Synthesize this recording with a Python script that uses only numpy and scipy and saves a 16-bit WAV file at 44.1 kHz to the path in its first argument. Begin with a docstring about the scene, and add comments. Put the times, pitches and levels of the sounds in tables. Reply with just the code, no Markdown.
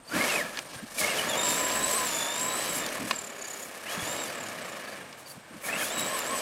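"""Cricket chirps over a distant town hum, then a remote-controlled truck spurts and coasts over gravel.
It pulls away again at about 1 s, is nearest at 2 s, then leaves, with spurts from 3.9 and 5.6 s.
Gear teeth make a harmonic whine that throbs once per turn of the large gear. Clicks coloured by filters
make the crunch and spray of the tyres; noise bursts make stone strikes and, near 5.7 s, growling body
rattles; sines make thuds. Gusts buffet the microphone now and then; both channels are the same."""
import sys
import numpy as np
from scipy import signal
from scipy.fft import rfft, irfft
from scipy.io import wavfile
from scipy.ndimage import uniform_filter1d

SR = 44100
rng = np.random.default_rng(int(sys.argv[2]) if len(sys.argv) > 2 else 0)


def int16_out(signal):
    """Quantize to a 16-bit WAV file."""
    q = np.round(np.clip(np.atleast_2d(signal).T, -1, 1) * 32767)
    wavfile.write(sys.argv[1], SR, q.astype(np.int16))


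def gain_from_decibels(decibels):
    """Convert decibel values to linear amplitude factors."""
    exponent = np.asarray(decibels, float) / 20
    return 10 ** exponent


N = 282681
T = np.arange(N) / SR

# Motor. Each row: time in seconds, tooth rate in Hz, whine of the upper harmonics in dB.
MOTOR = [(0, 1310, -85), (.11, 1340, -69), (.165, 1800, -50), (.21, 2140, -57), (.27, 2266, -57),
         (.297, 2800, -50), (.32, 2570, -37), (.36, 2520, -45), (.4, 2125, -55), (.42, 1680, -64),
         (.5, 1694, -66), (.9, 1560, -75), (.98, 2380, -39), (1.02, 2110, -58), (1.058, 2182, -58),
         (1.095, 2890, -33), (1.135, 2535, -46), (1.16, 3450, -42), (1.2, 2876, -65), (1.3, 3584, -32),
         (1.34, 3300, -39), (1.385, 3690, -35), (1.41, 3550, -30), (1.44, 3750, -28), (1.54, 3640, -30),
         (1.58, 3870, -28.5), (1.65, 3750, -32.5), (1.9, 3960, -33.5), (1.93, 3740, -29),
         (1.965, 4155, -28.5), (2.01, 3790, -31), (2.06, 3826, -32), (2.11, 3490, -34), (2.28, 3500, -36.5),
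         (2.42, 3790, -33), (2.62, 3994, -36), (2.85, 3615, -39.5), (2.9, 2776, -49), (3.08, 2574, -48),
         (3.17, 2450, -36), (3.36, 2305, -48.5), (3.47, 2290, -39), (3.65, 2268, -42.5), (3.69, 2280, -64),
         (3.85, 2290, -67), (3.89, 2960, -54), (3.92, 3330, -42), (4.04, 3360, -45), (4.11, 3674, -37),
         (4.21, 3810, -40), (4.25, 3620, -38), (4.3, 2686, -52), (4.37, 2530, -44.5), (4.44, 2383, -44),
         (4.55, 2206, -54), (4.7, 1815, -43), (4.9, 1632, -68), (5.55, 1520, -76), (5.655, 2290, -58),
         (5.69, 2300, -58), (5.72, 2595, -43), (5.755, 2630, -43), (5.77, 2885, -62), (5.79, 3350, -34),
         (5.825, 3084, -52), (5.86, 3430, -39), (5.9, 3390, -43), (5.93, 3840, -38), (6.05, 3813, -37),
         (6.14, 4087, -35.5), (6.23, 3546, -44), (6.33, 4116, -37.5), (6.37, 3920, -40), (6.41, 3940, -43)]
# Trigger pulls. Each row: on in seconds, off in seconds.
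TRIGGER_PULLS = [(.11, 0.62), (.97, 2.87), (3.86, 4.28), (5.64, 7.05)]
# How hard the tyres work the gravel. Each row: time in seconds, level in dB.
TYRE_WORK = [(0, -76), (.07, -54), (.16, -29.5), (.36, -30.5), (.46, -38), (.52, -43), (.59, -40.5),
             (.61, -45), (.71, -48), (.75, -43.5), (.87, -50), (.96, -43), (1.02, -31.5), (2, -32.5),
             (2.36, -36), (2.6, -33), (2.87, -35), (3.11, -37), (3.21, -42), (3.82, -43), (3.93, -35.5),
             (4.12, -35.5), (4.37, -37.5), (4.96, -41.5), (5.18, -50), (5.44, -53), (5.62, -46),
             (5.67, -36), (6, -34), (6.25, -34.5), (6.41, -34)]
# Distance of the truck, which dulls hiss and spray. Each row: time in seconds, distance in metres.
DISTANCE = [(0, 5.6), (2, 1.5), (3.3, 7.66), (5, 10.3), (6.41, 9.7)]

# Upper tooth harmonics. Each row: multiple of the tooth rate, relative level in dB.
TOOTH_HARMONICS = [(2, 0), (3, 0), (4, -4), (5, -9)]
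# Gearbox casing, favouring harmonics near its main resonance. Each row: frequency in Hz, gain in dB.
CASING = [(3000, -30), (5800, -24), (6700, -4), (7500, 0), (8300, -3), (9200, -14), (11500, -16),
          (13000, -22), (15500, -16)]
# How well the body radiates the tooth tone. Each row: frequency in Hz, gain in dB.
RADIATES_TOOTH = [(1200, -6), (1550, 3), (1700, -5), (1850, 0), (2000, -11), (2130, -6), (2300, -10),
                  (2600, -14.5), (2800, -10), (3080, -22), (3250, -11), (3550, -16), (3750, -19.5),
                  (3900, -21.5), (4300, -22)]
# How well it radiates the second gear pair. Each row: frequency in Hz, gain in dB.
RADIATES_SECOND = [(300, -27), (500, -38), (585, -2), (680, -22), (850, -18), (930, -6), (1000, -8.5),
                   (1100, -9.5)]
# How well it radiates that pair's third harmonic. Each row: frequency in Hz, gain in dB.
RADIATES_OVERTONE = [(900, -25), (1450, -16), (1700, -7), (1900, -24), (2100, -5.5), (2300, -10),
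                     (2480, -7), (2600, -20), (2800, -20), (3000, -19), (3400, -19)]
# The tooth tone sings out. Each row: centre in seconds, added peak in dB, half length in seconds.
TOOTH_SINGS = [(.135, -36, .01), (.165, -38, 0.01), (.21, -26, 0.01), (.24, -29, 0.009), (.33, -33, 0.039),
               (.405, -30.5, .015), (.99, -35, 0.011), (1.04, -39, 0.025), (1.095, -38, 0.011),
               (1.19, -39, 0.03), (1.29, -47, 0.038), (1.4, -35.5, 0.047), (1.53, -39, 0.042),
               (1.84, -39.5, 0.033), (1.985, -40, 0.018), (2.25, -43, 0.14), (2.58, -43, 0.083),
               (3.9, -45, 0.038), (4.01, -48, 0.024), (4.2, -53, 0.062), (5.655, -39, 0.009),
               (5.74, -35, 0.025), (5.825, -36, 0.016), (5.87, -60, 0.014), (6, -44, 0.084)]
# The second pair swells as tyres grip. Each row: centre in seconds, added peak in dB, half length in seconds.
TYRE_GRIPS = [(1.42, -42, 0.041), (1.7, -41.5, 0.3), (2.02, -38.5, .08), (2.25, -48, 0.046),
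              (2.47, -40, 0.11), (6.02, -53, 0.054), (6.15, -37.5, .04), (6.33, -37, .04)]

# Modes of the plastic shell. Each row: frequency in Hz, width in Hz, level under the crunch in dB.
SHELL_MODES = [(600, 185, 2), (1094, 180, -8), (1267, 170, -8.5), (1706, 215, -1), (2220, 220, -6),
               (2410, 320, -26), (2830, 57, -13.5)]
# Colour of the gravel crunch. Each row: frequency in Hz, relative level in dB per Hz.
CRUNCH_COLOUR = [(200, 2.5), (400, -1), (1000, -0.5), (2500, -6.5), (4000, -22), (8000, -27.5)]
# Colour of the hiss. Each row: frequency in Hz, relative level in dB per Hz.
HISS_COLOUR = [(2500, 5.5), (3500, 5), (5000, 6.5), (7500, 5), (9000, 6), (11000, 4), (15000, -5)]
# Colour of the grit spray. Each row: frequency in Hz, relative level in dB per Hz.
SPRAY_COLOUR = [(3000, -45), (6500, -5), (8500, -4), (10500, 0), (12000, -4), (14000, -8), (16000, -11)]
# Colour of the chassis rumble. 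Each row: frequency in Hz, relative level in dB per Hz.
RUMBLE_COLOUR = [(50, -33), (90, -9.5), (130, -5), (200, 1), (320, 0.5), (500, -39)]
# Grit off spinning tyres. Each row: centre in seconds, added peak in dB, half length in seconds.
GRIT_SPURTS = [(.16, -50, 0.016), (.36, -63, 0.027), (.765, -56, 0.015), (1, -33.5, 0.013), (1.5, -41, .02),
               (2.65, -45, 0.03), (2.77, -41, 0.024), (3.11, -52, 0.024), (3.59, -49, 0.1),
               (3.93, -47, 0.026), (4.13, -49, 0.041), (5.2, -56, 0.024), (5.31, -51.5, 0.042),
               (5.67, -38.5, 0.038), (5.83, -38.5, 0.074), (6, -40, 0.021), (6.18, -43, 0.035),
               (6.39, -61, .03)]
# Wheels jolting over ruts. Each row: centre in seconds, added peak in dB, half length in seconds.
WHEEL_JOLTS = [(0, -59, .03), (.165, -42, 0.029), (.46, -49, 0.025), (.75, -58, .03), (.84, -42, 0.012),
               (2.79, -49.5, 0.081), (3.03, -39.5, 0.036), (4.03, -51, 0.047), (5.37, -48, 0.019),
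               (5.55, -49, 0.047), (5.77, -44, 0.056), (6, -53, 0.058), (6.34, -42.5, 0.037)]
# Stone strikes, and at 5.68-5.83 s narrow growling rattles of the body, before the shell rings.
# Each row: start in seconds, peak in dB, centre in Hz, 60 dB decay of the raw noise in seconds,
# half-width in octaves.
STRIKES_AND_RATTLES = [(0.5728, -22, 2750, 0.016, 0.85), (0.59, -17, 3300, 0.01, 0.93),
                       (.985, -24.5, 2450, 0.015, 1.3), (2.864, -16.5, 5500, 0.02, 0.96),
                       (2.889, -23, 4980, .02, 0.77), (3.1105, -10.5, 1710, 0.024, 1.48),
                       (4.486, -28, 6500, .02, 0.48), (5.128, -32, 3965, 0.019, 0.65),
                       (5.685, -31, 1798, 0.053, 0.12), (5.784, -36, 1760, 0.09, 0.064),
                       (5.809, -29.5, 1770, 0.094, 0.24), (5.825, -30, 1590, 0.071, 0.056),
                       (6.19, -19, 6500, 0.03, 1.3), (6.308, -28, 5280, 0.019, .4),
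                       (6.389, -24, 5570, 0.021, .4)]
# Chassis thuds; the envelope tops out about 6 dB below the level.
# Each row: start in seconds, level in dB, frequency in Hz.
CHASSIS_THUDS = [(0.76, -35.5, 118), (0.826, -30, 199), (2.996, -26, 204), (3.975, -26, 175),
                 (4.025, -29, 110), (5.372, -30.5, 189), (5.55, -37, 203)]

# Thin high whistle while the truck is slow. Each row: start in seconds, length in seconds, level in dB.
SLOW_WHISTLES = [(0, .15, -60), (.6, .1, -52), (.74, .07, -52), (4.93, .2, -60), (5.493, .18, -61)]
# Cricket. Each row: start in seconds, peak in dB, mid pitch in Hz.
CRICKET_CHIRPS = [(0.0468, -61, 4380), (0.0765, -44, 4600), (0.1156, -43, 4710), (3.095, -52, 4640),
                  (3.1388, -45, 4720), (3.4061, -49, 4550), (3.4423, -46, 4680), (4.2777, -45, 4630),
                  (4.8443, -51, 4510), (4.876, -48, 4580), (4.916, -48, 4650), (5.257, -47.5, 4590),
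                  (5.299, -45, 4620)]
# Colour of wind on the microphone. Each row: frequency in Hz, relative level in dB per Hz.
WIND_COLOUR = [(18, 8), (40, 0), (70, 4), (100, -10)]
# Gusts on the microphone. Each row: centre in seconds, added peak in dB, half length in seconds.
WIND_GUSTS = [(.3, -68, .4), (1.02, -65, .15), (1.8, -58, .35), (2.7, -63, 0.23), (3.09, -68, .1),
              (4.1, -76, .3), (6.2, -65, .5)]
# Colour of the distant town. Each row: frequency in Hz, relative level in dB per Hz.
TOWN_COLOUR = [(18, -40), (30, -27.5), (133, -4), (225, -9.5), (897, -6.5), (6720, -24.5), (8500, -14),
               (9430, -30), (15500, -34)]

BIG_GEAR_TEETH, SMALL_GEAR_TEETH = 68, 23
SECOND_STAGE = .265  # tooth rate of the second gear pair over the first
SLACK_DRIVEN, SLACK_COASTING = .28, 1  # throb depth 0-1; coasting gears knock once a turn
THROTTLE_SLEW_S = 0.01
# layers over the tyre work: (driven dB, coasting dB)
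TOOTH_DB, SECOND_DB, OVERTONE_DB = (-1, -12), (-8.5, -24), (1.5, -29)
HISS_DB, SPRAY_DB, RUMBLE_DB = (-2.5, -2.5), (-8, -2), (-14, -14)
SPURT_HISS_DB = -6.5  # hiss of a grit spurt against its spray
SPRAY_DB_PER_OCTAVE, FULL_SPEED_HZ = 6.5, 3800  # more spray with speed
HISS_LOSS_DB_PER_M, SPRAY_LOSS_DB_PER_M = 0.58, 2
WHISTLE_HZ, WHISTLE_RISE_HZ = 8700, 330
CALM_DB, TOWN_DB = -101, -52.5


def gears():
    """Tooth harmonics, shaken by slipping wheels and two eccentric gears; also returns the once-a-turn throb."""
    hz, upper_db = curves(MOTOR)
    first_db = over_work(TOOTH_DB) + shape_db(RADIATES_TOOTH, hz) + 4 * walk(60)
    first = gain_from_decibels(first_db) + swells(TOOTH_SINGS)
    second_db = over_work(SECOND_DB) + shape_db(RADIATES_SECOND, SECOND_STAGE * hz)
    overtone_db = over_work(OVERTONE_DB) + shape_db(RADIATES_OVERTONE, 3 * SECOND_STAGE * hz)

    hz = hz * (1 + .004 * walk(45) + .004 * walk(300))  # wheels slip
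    teeth = np.cumsum(hz) / SR
    big = 2 * np.pi * teeth / BIG_GEAR_TEETH
    small = 2 * np.pi * teeth / SMALL_GEAR_TEETH
    slack = SLACK_COASTING + (SLACK_DRIVEN - SLACK_COASTING) * throttle()
    depth = np.clip(slack * (1 + 0.11 * walk(18)), 0, 1)
    throb = (1 + depth * np.cos(big + 0.05)) ** 1.2 / (1 + .8 * slack)

    # run-out of each gear swings the mesh phase and load
    phase = 2 * np.pi * teeth + 0.3 * np.sin(big) + 0.22 * np.sin(small)
    load = throb * (1 + 0.36 * np.cos(small))
    tone = first * gain_from_decibels(3.5 * walk(110)) * np.sin(phase)
    # each tooth lands a little early or late, which smears the upper harmonics into bands
    scatter = phase + .6 * walk(300) + .35 * walk(700)
    for k, db in TOOTH_HARMONICS:
        flicker_db = 3.3 * walk(150) + k * walk(30) * 0.5
        harmonic_db = upper_db + db + shape_db(CASING, k * hz) + flicker_db
        tone = tone + gain_from_decibels(harmonic_db) * np.sin(k * scatter)
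    second = second_pair(SECOND_STAGE * phase, second_db, overtone_db)
    return np.sqrt(2) * (load * tone + second), throb


def second_pair(phase, second_db, overtone_db):
    """The slower gear pair: three harmonics of one wandering phase, louder as the tyres grip."""
    slow = phase + .7 * walk(90)
    tone = (gain_from_decibels(second_db) + swells(TYRE_GRIPS)) * gain_from_decibels(1.7 * walk(40)) * np.sin(slow)
    tone = tone + gain_from_decibels(overtone_db - 11.0 + 4.24 * walk(30)) * np.sin(2 * slow)
    return tone + gain_from_decibels(overtone_db + 1.8 * walk(60)) * np.sin(3 * slow)


def crunch(throb):
    """Rolling stones click against each other and ring the plastic shell."""
    work_db, = curves(TYRE_WORK)
    stones_rolling = grains(9000., 1.28)
    gravel = unit(colour(stones_rolling, CRUNCH_COLOUR) + shell(stones_rolling, patchy_db=1.5))
    return gravel * gain_from_decibels(work_db + 0.14 * walk(24.9)) * throb ** 0.065


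def shell(x, patchy_db):
    """Modes of the plastic body; each one is rattled harder at its own moments."""
    out = 0
    for hz, width, db in SHELL_MODES:
        mode = unit(signal.lfilter(*signal.iirpeak(hz, hz / width, SR), x))
        out = out + gain_from_decibels(db + patchy_db * walk(21.85)) * mode
    return out


def hiss(throb):
    """Gears hiss in slight throbs: dense clicks, weaker with distance, stronger in grit spurts."""
    metres, = curves(DISTANCE)
    gain = gain_from_decibels(over_work(HISS_DB) - HISS_LOSS_DB_PER_M * metres) + gain_from_decibels(SPURT_HISS_DB) * swells(GRIT_SPURTS)
    noise = patchy(colour(grains(15000., 1.6), HISS_COLOUR), 6700.0, 1.9)
    return noise * gain * gain_from_decibels(1.4 * walk(7.7)) * throb ** 0.15


def spray(throb):
    """Grit sprays in uneven clicks that throb with the gear, grow with speed and fade with distance."""
    metres, = curves(DISTANCE)
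    octaves = np.log2(curves(MOTOR)[0] / FULL_SPEED_HZ)
    spray_db = over_work(SPRAY_DB) + SPRAY_DB_PER_OCTAVE * octaves - SPRAY_LOSS_DB_PER_M * metres
    gain = gain_from_decibels(spray_db) * throb ** 2.1 + swells(GRIT_SPURTS)
    noise = patchy(colour(grains(9000., 2.2), SPRAY_COLOUR), 12000.0, 1.7)
    return noise * gain * gain_from_decibels(1.4 * walk(14))


def rumble():
    """The chassis rumbles as low noise that follows the tyre work and swells when wheels jolt."""
    gain = gain_from_decibels(over_work(RUMBLE_DB)) + swells(WHEEL_JOLTS)
    return colour(rng.standard_normal(N), RUMBLE_COLOUR) * gain * gain_from_decibels(2.9 * walk(12))


def strikes_and_rattles():
    """Stones strike as wide noise bursts, the body rattles in narrow growling ones; the shell rings after."""
    out, t = np.zeros(N), T[:4000]
    for s, db, hz, t60, octaves in STRIKES_AND_RATTLES:
        burst = rng.standard_normal(len(t)) * np.exp(-np.log(1000) * t / t60)
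        burst[0] = 6  # firm onset
        edges = np.clip([hz / 2 ** octaves, hz * 2 ** octaves], 200, 15000)
        burst = signal.sosfilt(signal.butter(2, edges, "band", fs=SR, output="sos"), burst)
        burst = burst + 0.35 * np.roll(burst, int(0.0028 * SR))  # quick bounce
        add(out, s, gain_from_decibels(db) * burst / np.abs(burst).max())
    ring = sum(signal.lfilter(*signal.iirpeak(hz, hz / width, SR), out) for hz, width, _ in SHELL_MODES)
    return out + .7 * ring


def thuds():
    """Soft low bumps of the chassis: sines that swell and die within milliseconds."""
    out, t = np.zeros(N), T[:6000]
    for s, db, hz in CHASSIS_THUDS:
        envelope = t / 0.0082 * np.exp(1 - t / 0.0042)
        add(out, s, gain_from_decibels(db) * np.sin(2 * np.pi * hz * t) * envelope)
    return out


def whistle():
    """Blurred high tones that rise in pitch."""
    out = 0
    for s, length, db in SLOW_WHISTLES:
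        rise = [(s, WHISTLE_HZ, db), (s + length, WHISTLE_HZ + WHISTLE_RISE_HZ, db)]
        out = out + faint_tone(rise, 520., 0)
    return out


def coasting_hum():
    """A low, wavering hum while coasting."""
    return faint_tone([(3.1, 405, -50), (3.63, 405, -50)], 25.02, 3) / 4


def cricket():
    """Short near-pure chirps that sag in pitch."""
    out, t = np.zeros(N), T[:int(.022 * SR)]
    for s, db, hz in CRICKET_CHIRPS:
        envelope = np.sin(np.pi * t / t[-1]) ** 0.16
        add(out, s, gain_from_decibels(db) * envelope * np.sin(2 * np.pi * hz * t * (1.02 - 0.95 * t)))
    return out


def wind():
    """Gusts buffet the microphone as very low noise."""
    gain = gain_from_decibels(CALM_DB) + swells(WIND_GUSTS)
    return colour(rng.standard_normal(N), WIND_COLOUR) * gain * gain_from_decibels(0.97 * walk(5.4))


def town():
    """Distant town hum: coloured noise that slowly wanders in level."""
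    return colour(rng.standard_normal(N), TOWN_COLOUR) * gain_from_decibels(TOWN_DB + 2.0 * walk(2.63))


def throttle():
    """0 coasting, 1 driven, with short ramps between."""
    on = sum(1. * (T > a) * (T < b) for a, b in TRIGGER_PULLS)
    return uniform_filter1d(on, int(THROTTLE_SLEW_S * SR))


def over_work(pair_db):
    """Level of a layer that follows the tyre work, differently when driven and coasting."""
    driven_db, coasting_db = pair_db
    return curves(TYRE_WORK)[0] + coasting_db + (driven_db - coasting_db) * throttle()


def swells(rows):
    """Bell-shaped gain for each (centre, peak, half length) row."""
    return sum(gain_from_decibels(db) * np.exp(-((T - s) / half) ** 2) for s, db, half in rows)


def patchy(x, split_hz, depth_db):
    """Let the lower and the upper part of a noise swell at their own moments."""
    low = signal.sosfilt(signal.butter(2, split_hz, fs=SR, output="sos"), x)
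    return low * gain_from_decibels(depth_db * walk(27.77)) + (x - low) * gain_from_decibels(depth_db * walk(28))


def faint_tone(rows, blur_rate, steady):
    """A wavering narrow tone that fades in and out; rows of (s, Hz, dB)."""
    hz, db = curves(rows)
    gate = uniform_filter1d(1. * (T > rows[0][0]) * (T < rows[-1][0]), size=1500)
    return gate * gain_from_decibels(db) * (steady + walk(blur_rate)) * np.sin(2 * np.pi * np.cumsum(hz) / SR)


def grains(rate, spread_db):
    """Dense clicks of uneven size, on average rate per second."""
    size = gain_from_decibels(spread_db * rng.exponential(size=N)) * rng.standard_normal(N)
    return size * (rng.random(N) < rate / SR)


def walk(rate):
    """Random levels held 1 / rate s and slewed twice; spread near 1."""
    k = max(int(SR / rate), 1)
    held = np.repeat(rng.standard_normal(N // k + 1), k)
    return 1.275 * uniform_filter1d(uniform_filter1d(held, k), k)[:N]


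def colour(x, points):
    """Filter by a (Hz, dB) spectrum; rms 1."""
    hz = np.maximum(np.arange(N // 2 + 1) * SR / N, 1)
    return unit(irfft(rfft(x) * gain_from_decibels(shape_db(points, hz)), N))


def shape_db(points, hz):
    """Read a (Hz, dB) spectrum at any frequencies; -80 dB outside it."""
    at, db = np.transpose(points)
    return np.interp(np.log(hz), np.log(at), db, -80, -80)


def curves(rows):
    """Draw each column after the first as a line over time."""
    s, *columns = np.transpose(rows)
    return [np.interp(T, s, c) for c in columns]


def unit(x):
    """Scale to rms 1."""
    return x / np.sqrt(np.mean(x ** 2))


def add(out, s, burst):
    """Mix a burst in at s seconds."""
    i = int(s * SR)
    out[i:i + len(burst)] += burst[:N - i]


def scene():
    """Truck, strikes, cricket, wind and town summed to mono on two equal channels."""
    whine, throb = gears()
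    tyres = crunch(throb) + hiss(throb) + spray(throb) + rumble()
    truck = whine + tyres + strikes_and_rattles() + thuds() + whistle() + coasting_hum()
    mono = truck + cricket() + wind() + town()
    return np.array([mono, mono])


def roll_off(x):
    """The treble ends steeply here."""
    return signal.sosfilt(signal.butter(12, 16430, fs=SR, output="sos"), x)


def record(dry):
    """The camera cuts the top steeply above 15.8 kHz."""
    low_pass = signal.ellip(14, .3, 90, 15800, fs=SR, output="sos")
    mix = signal.sosfilt(low_pass, dry)
    return roll_off(mix)


dry = scene()
out = record(dry)
int16_out(out)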